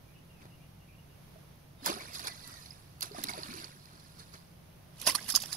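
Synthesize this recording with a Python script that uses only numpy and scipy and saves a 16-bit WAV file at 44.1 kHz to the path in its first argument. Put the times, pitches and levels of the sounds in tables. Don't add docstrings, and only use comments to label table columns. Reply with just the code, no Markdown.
import sys
import numpy as np
from scipy import signal
from scipy.fft import rfft, irfft, next_fast_len
from scipy.io import wavfile
from scipy.ndimage import uniform_filter1d, map_coordinates

SR = 44100
rng = np.random.default_rng(int(sys.argv[2]) if len(sys.argv) > 2 else 0)


def master(y):
    cut = np.clip(np.atleast_2d(y).T, -1, 1)
    pcm = np.round(cut * 32767)
    wavfile.write(sys.argv[1], SR, pcm.astype(np.int16))


N = 245240
STRIKE_S = 4.8
# start in seconds, end in seconds, spray level in dB,
# depth (gulp over spray) in dB, sag in dB per second.
CHURN_SPELLS = [(1.88, 2.68, -52.5, 1, 9.5), (3.17, 3.61, -52.5, -5.5, 0), (3.68, 3.95, -68.5, -20, -16.5),
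                (4.03, 4.38, -65, -11, 2), (5.03, 5.56, -49.5, -7, 2.5)]


def amp(db):
    return 10 ** (np.asarray(db) / 20)


def unit(x):
    centre = np.atleast_2d(x).mean(0)
    return x / np.sqrt(np.mean(centre ** 2) + 1e-20)


def along(points, hz):
    f, v = np.transpose(points)
    return np.interp(np.log(hz + 1), np.log(f + 1), v)


def wobble(rate):
    knots = rng.standard_normal(int(N * rate / SR) + 4)
    return map_coordinates(knots, [np.arange(N) * rate / SR])


def filtered(x, response):
    m = next_fast_len(N + SR // 2)
    return irfft(rfft(x, m) * response(np.fft.rfftfreq(m, 1 / SR)), m)[..., :N]


def band(hz, lo, hi, order=6):
    low_edge = 1 + (lo / (hz + 1)) ** (2 * order)
    high_edge = 1 + (hz / hi) ** (2 * order)
    return 1 / np.sqrt(low_edge * high_edge)


def add(track, s, sound):
    part = track[max(round(s * SR), 0):][:len(sound)]
    part += sound[:len(part)]


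def background():
    # frequency in Hz, level in dB per Hz.
    rumble_colour = [(20, -10), (35, -16), (60, -4.5), (110, -4), (160, -4), (200, -12.5), (260, -15.5),
                     (400, -23), (650, -52)]
    # frequency in Hz, level in dB.
    overtones = [(57.7, -70), (72.2, -80.5), (101, -67), (144.3, -61), (173.2, -64), (230.9, -76.5)]
    # frequency in Hz, level in dB per Hz.
    air_colour = [(210, -4), (350, -6), (480, -6), (600, -4.5), (1510, -13), (1850, -14), (2580, -15),
                  (6380, -20.5), (7360, -30.5), (10800, -17.5), (15500, -24.5)]
    # frequency in Hz, left over right in dB.
    air_lean = [(60, -5), (180, -5), (550, -3), (1650, -0.5), (4970, -4.5), (15000, -3)]
    rumble_db, air_db = -58.5, -63

    low = rng.standard_normal(N) + 0.22 * rng.standard_normal((2, N))
    rumble = unit(filtered(low, lambda hz: amp(along(rumble_colour, hz))))
    rumble = amp(rumble_db + 1.1 * wobble(2.6)) * rumble

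    t = np.arange(N) / SR + 0.0004 * wobble(2.9)
    hum = sum(amp(db) * np.sin(2 * np.pi * (hz * t + rng.random())) for hz, db in overtones)
    hum = amp(wobble(2.97)) * hum

    wide = 0.25 * rng.standard_normal(N) + rng.standard_normal((2, N))
    ears = np.array([[.5], [-.5]])
    air = unit(filtered(wide, lambda hz: amp(along(air_colour, hz) + ears * along(air_lean, hz))))
    return rumble + hum + amp(air_db + 0.95 * wobble(3.0)) * air


def scattered(x, t60):
    t = np.arange(SR // 3) / SR
    tail = rng.standard_normal((2, len(t))) * amp(-60 * t / t60)
    tail = tail / np.linalg.norm(tail, axis=1, keepdims=True)
    return signal.fftconvolve(np.atleast_2d(x), tail, axes=1)[:, :N]


def bird(warble_hz=65):
    # start in seconds, length in seconds, pitch in Hz,
    # level in dB ahead of the distance gains.
    note_rows = [(.055, .07, 2430, -62.5), (.11, 0.12, 2890, -65), (.135, 0.054, 2660, -61),
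                 (.285, 0.046, 2820, -59.5), (.3, 0.16, 2540, -65), (.49, 0.076, 2830, -61),
                 (.575, 0.082, 2440, -62), (.61, 0.05, 2780, -64), (.79, 0.065, 2800, -64),
                 (.865, 0.067, 2460, -57), (.91, 0.066, 2750, -65), (.97, 0.043, 2810, -61),
                 (1.07, 0.104, 2775, -67)]
    # start in seconds, length in seconds, starting pitch in Hz,
    # fall over the length in Hz, level in dB ahead of the distance gains.
    whistle_rows = [(1.762, 0.08, 3785, 230, -60), (2.27, 0.08, 2056, 140, -50),
                    (2.43, 0.057, 2020, 140, -49), (2.48, 0.15, 2090, 430, -54.5),
                    (3.98, 0.46, 1424, 9.5, -64)]
    song = np.zeros(N)
    level_notes = [(s, span, hz, 0, db) for s, span, hz, db in note_rows]
    for rows, warble in ((level_notes, warble_hz), (whistle_rows, 0)):
        for s, span, hz, fall_hz, db in rows:
            t = np.arange(int(span * SR)) / SR
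            flutter = np.interp(t, np.linspace(0, span, 24), rng.standard_normal(24))
            vibrato = np.sin(2 * np.pi * (30 * t + rng.random()))
            pitch = hz - fall_hz * t / span + warble * (vibrato + flutter)
            tone = np.sin(2 * np.pi * np.cumsum(pitch) / SR)
            add(song, s, amp(db) * np.hanning(len(t)) * tone)
    return .35 * song + .7 * scattered(song, t60=.3)


def glancing(x, t60):
    z = signal.stft(x, nperseg=1024)[2]
    decay = amp(-60 * np.arange(2 * z.shape[-2] - 2) / SR / t60)
    tails = rng.standard_normal((2, z.shape[-1], len(decay))) * decay / np.linalg.norm(decay)
    return signal.istft(z * rfft(tails).swapaxes(1, 2))[1][:, :N]


def placed(x, lag_ms, balance, near_db):
    ears = np.array([[.5], [-.5]])
    direct = filtered(x, lambda hz: np.exp(-2j * np.pi * hz * ears * lag_ms / 1000))
    short_waves = filtered(x, lambda hz: band(hz, 1300, SR, order=1))
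    near = amp(near_db) * glancing(short_waves, t60=.016)
    far = amp(-23) * scattered(x, t60=.2)
    return filtered(direct + near + far, lambda hz: amp(ears * along(balance, hz)))


def at_bank(x):
    # frequency in Hz, left over right in dB.
    bank_lean = [(200, -0.5), (500, -2.5), (1000, -2.5), (1300, 2.5), (1900, 1.5), (2400, -5), (3400, 0.5),
                 (4300, -7), (5000, -10.5), (6200, -14.5), (8500, -1.5), (10800, -14.5), (15000, -10.5)]
    return placed(x, lag_ms=0.394, balance=bank_lean, near_db=0.0)


def at_line(x):
    # frequency in Hz, left over right in dB.
    line_lean = [(200, -0.5), (700, -4), (1100, -4), (1700, -2), (2500, -5), (3600, -2.5), (5000, -13.5),
                 (6500, -7), (8300, -5), (11000, -12), (15000, -7)]
    return placed(x, lag_ms=-0.03, balance=line_lean, near_db=4.0)


def churning(churns):
    attack_s, release_s = 0.077, 0.25
    settling = 3.6
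    t = np.arange(N) / SR
    for start, end, db, depth_db, sag in churns:
        sunk = sag * np.clip(t - start, 0, end - start)
        outside = np.maximum(start - t, 0) / attack_s + np.maximum(t - end, 0) / release_s
        yield db - sunk - 20 * np.minimum(outside, 10), depth_db - settling * sunk


def light_drops(scatter_db=4):
    drips_per_s = 18
    ring_db, tick_db = 10, 2
    middle_hz, pitch_spread = 4400, 0.14
    spray_db = np.max([db for db, _ in churning(CHURN_SPELLS)], axis=0)
    count = int(drips_per_s * N / SR)
    slip, size = rng.random((count, 2)).T
    s = (np.arange(count) + slip) / drips_per_s
    hz = middle_hz * np.exp(pitch_spread * rng.standard_normal(count))
    db = spray_db[(s * SR).astype(int)] + scatter_db * (2 * size - 1)
    return list(zip(s, hz, db + ring_db, db + tick_db))


def plops_and_drips(glide=2, onset=0.00084, drip_t60=0.0059, tick_t60=0.007, drip_glide=4):
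    # start in seconds, pitch in Hz, level in dB ahead of a 2 dB trim.
    bubbles = [(1.358, 620, -46.5), (1.824, 255, -41.5), (1.864, 923, -25.5), (1.869, 312, -35),
               (1.871, 690, -32), (1.888, 547, -30.5), (1.894, 322, -29.5), (1.936, 380, -40),
               (1.964, 376, -39), (1.971, 699, -38), (2.001, 2165, -37), (2.012, 2260, -39),
               (2.083, 2360, -38.5), (2.205, 690, -44), (2.706, 4970, -36.5), (3.112, 390, -38.5),
               (3.147, 690, -37.5), (3.164, 1165, -35.5), (3.18, 265, -39.5), (3.187, 730, -43),
               (3.203, 194, -45), (3.246, 267, -38.5), (3.28, 210, -44), (3.291, 2160, -29.5),
               (3.294, 1012, -42), (3.296, 710, -48), (3.338, 699, -40), (3.339, 910, -40),
               (3.376, 595, -37), (3.387, 357, -42), (3.448, 284, -44), (3.489, 228, -40),
               (3.503, 251, -42), (3.542, 360, -40), (3.561, 306, -40.5), (3.591, 310, -44),
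               (5.067, 1770, -24), (5.071, 635, -28), (5.072, 256, -35.5), (5.077, 1520, -26),
               (5.081, 2637, -22), (5.084, 984, -24.5), (5.093, 1970, -26), (5.125, 1070, -35),
               (5.149, 1144, -29), (5.182, 1820, -35.5), (5.185, 1610, -31.5), (5.338, 217, -42.5)]
    # start in seconds, pitch in Hz, ring level in dB ahead of a 7 dB trim,
    # tick level in dB ahead of a 5 dB trim.
    heavy_drops = [(1.861, 6100, -34, -12), (2.0216, 4760, -29, -50), (2.1335, 4780, -39, -34),
                   (2.1458, 4390, -34, -33), (2.1944, 4560, -23, -33), (2.2708, 4700, -20.5, -30),
                   (2.4441, 4600, -34, -52), (2.4753, 4390, -39, -31), (2.6607, 4220, -28, -50),
                   (3.0086, 4520, -40, -21.5), (3.0205, 4500, -16, -46), (3.1178, 4450, -31, -46),
                   (3.147, 5190, -35, -53), (3.2378, 4500, -32, -17.5), (3.2703, 4360, -22, -43),
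                   (3.2859, 4565, -16.5, -40), (3.3357, 4050, -21, -47), (3.4331, 4320, -21, -44),
                   (3.5392, 4500, -25.5, -36), (3.6006, 4435, -25.5, -51), (3.644, 4580, -19, -51),
                   (3.8567, 4730, -32.5, -45), (4.3384, 4750, -36.5, -45), (5.015, 5000, -48, -32),
                   (5.068, 4800, -12, -19), (5.243, 4870, -36, -42), (5.289, 4860, -24, -24),
                   (5.312, 5630, -36, -25), (5.3586, 6180, -4.5, -16), (5.419, 4920, -23, -29.5),
                   (5.433, 6600, -29, -37), (5.458, 5500, -29, -31)]
    bank, line = np.zeros(N), np.zeros(N)
    t = np.arange(SR // 6) / SR
    for s, hz, db in bubbles:
        t60 = 0.049 * (1000 / hz) ** 0.63
        ring = np.sin(2 * np.pi * hz * t * (1 + glide * t)) * (1 - np.exp(-t / onset))
        add(bank if s < STRIKE_S else line, s, amp(db - 2.0 - 60 * t / t60) * ring)
    highs = signal.butter(2, [3400, 15500], "bandpass", fs=SR, output="sos")
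    for s, hz, db, tick_db in list(heavy_drops) + light_drops():
        hiss = signal.sosfilt(highs, rng.standard_normal(len(t)))
        tick = hiss * amp(tick_db - 5 - 60 * t / tick_t60)
        tone = np.sin(2 * np.pi * hz * t * (1 + drip_glide * t))
        ring = tone * amp(db - 7.0 - 60 * t / drip_t60)
        add(bank if s < STRIKE_S else line, s, (tick + ring) * (1 - np.exp(-t / 0.00014)))
    return at_bank(bank) + at_line(line)


def bubble_cloud(rate, lo_hz, hi_hz, cycles, spread_db, hiss, width):
    count = int(rate * N / SR)
    when, size, strength = rng.random((count, 3)).T[:, :, None]
    hz = lo_hz * (hi_hz / lo_hz) ** size
    k = np.arange(min(int(cycles * SR / lo_hz), 2000))
    age = k * hz / SR / cycles
    tone = np.sin(2 * np.pi * cycles * age * (1 + 0.031 * np.minimum(age, 2)))
    ring = tone * (1 - np.exp(-age * cycles))
    grain_db = -spread_db * np.log(1 - strength * 49 / 50) - 48.0 * age
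    grains = hz / hi_hz * amp(grain_db) * ring
    places = ((when * N).astype(int) + k).ravel()
    cloud = unit(np.bincount(places, grains.ravel(), N)[:N])
    cloud = cloud + hiss * rng.standard_normal(N) + width * rng.standard_normal((2, N))
    power = uniform_filter1d(np.mean(cloud ** 2, axis=0), size=700)
    return cloud / np.sqrt(np.abs(power) + 1e-6)


def flow(churns, splashes):
    rise_share = 0.32
    depth_share = np.array([[1], [0.5], [0]])
    lift_db = np.array([[0], [-0.5], [0]])
    t = np.arange(N) / SR

    def layers(db, depth_db):
        return amp(db + depth_share * depth_db + lift_db)

    power = sum(layers(db, depth_db) ** 2 for db, depth_db in churning(churns))
    for crest, db, depth_db, length in splashes:
        away = np.maximum((crest - t) / rise_share, t - crest) / length
        power += (layers(db, depth_db) * amp(-20 * np.minimum(away, 10))) ** 2
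    return np.sqrt(power)


def water(churns, splashes, colour, place):
    gulp = bubble_cloud(rate=260, lo_hz=220, hi_hz=950, cycles=9, spread_db=3, hiss=.8, width=.45)
    froth = bubble_cloud(rate=1500, lo_hz=900, hi_hz=3600, cycles=16, spread_db=3.6, hiss=.9, width=.7)
    spray = bubble_cloud(rate=3200, lo_hz=3500, hi_hz=13000, cycles=18, spread_db=4.6, hiss=.85, width=.8)
    edges_hz = [(170, 900), (900, 3500), (3500, 17000)]
    layers = []
    for cloud, (lo, hi) in zip((gulp, froth, spray), edges_hz):
        coloured = filtered(cloud, lambda hz: amp(along(colour, hz)) * band(hz, lo, hi))
        layers.append(unit(place(coloured)))
    clumps = amp(0.19 * wobble(110))
    return clumps * sum(strength * layer for strength, layer in zip(flow(churns, splashes), layers))


def scene():
    # crest in seconds, spray level in dB,
    # depth (gulp over spray) in dB, time to fall by 20 dB in seconds.
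    splashes = [(.42, -66.5, 3, 0.12), (.455, -64, 8, 0.013), (1.868, -33, -9.5, 0.082),
                (1.899, -45.5, 6, 0.053), (2.01, -55, 3, 0.045), (2.151, -41, -20.5, 0.072),
                (2.2, -46.5, -7.5, 0.056), (2.248, -47, -4.5, 0.13), (2.272, -36.5, -15.5, 0.022),
                (2.282, -37, -11, 0.011), (2.48, -55, -9, 0.54), (3.026, -29.5, -25.5, 0.014),
                (3.036, -45, -9, 0.082), (3.186, -49.5, 4, 0.029), (3.241, -33, -13, 0.0054),
                (3.295, -39, -6.5, 0.033), (3.38, -57, 12, 0.026), (3.57, -50, -32, 0.06),
                (3.647, -49, -30, 0.011), (3.998, -56, -26, 0.022), (4.195, -53.5, -10, 0.063),
                (4.34, -55.5, -5, 0.067), (5.0, -47, -24, 0.016), (5.016, -36.5, -33, 0.013),
                (5.074, -23.5, -13.5, 0.046), (5.094, -34, -10.5, 0.046), (5.152, -24, -18, 0.017),
                (5.290, -34, -16.5, 0.047), (5.302, -30, -36, 0.022), (5.323, -30, -43, 0.0084),
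                (5.343, -39, -5, 0.016), (5.352, -24.5, -26, 0.018), (5.361, -20.5, -24, 0.012),
                (5.371, -32.5, -14, 0.019), (5.402, -40, -35, 0.015), (5.422, -37, -34, 0.022),
                (5.437, -40.5, -11, 0.0075), (5.529, -35, -23, 0.04)]
    # frequency in Hz, level in dB per Hz.
    bank_colour = [(170, 10.5), (260, -3.5), (370, -2), (500, -7.5), (680, -0.5), (820, -4.5), (1000, 0.5),
                   (1250, -2), (1550, -2.5), (1900, -6.5), (2300, -5.5), (3000, -10.5), (3700, -3.5),
                   (4700, -3.5), (5700, -12), (7400, -17), (9000, -13.5), (10600, -9.5), (12500, -19.5),
                   (15300, -28.5)]
    # frequency in Hz, level in dB per Hz.
    line_colour = [(170, 7.5), (240, -7.5), (430, -17), (640, -8.5), (790, -11.5), (1050, -2), (1350, -8.5),
                   (1750, -5.5), (2200, -7), (2800, -4.5), (3500, -1.5), (4900, 1), (6300, -2.5),
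                   (7600, -7.5), (9000, -3.5), (10800, 0.5), (13000, -10), (15300, -10)]

    def before(rows):
        return [row for row in rows if row[0] < STRIKE_S]

    def after(rows):
        return [row for row in rows if row[0] >= STRIKE_S]

    bank = water(before(CHURN_SPELLS), before(splashes), bank_colour, at_bank)
    line = water(after(CHURN_SPELLS), after(splashes), line_colour, at_line)
    return bank + line + bird() + background() + plops_and_drips()


def record(dry):
    return filtered(dry, lambda hz: hz < 15700)


dry = scene()
out = record(dry)
master(out)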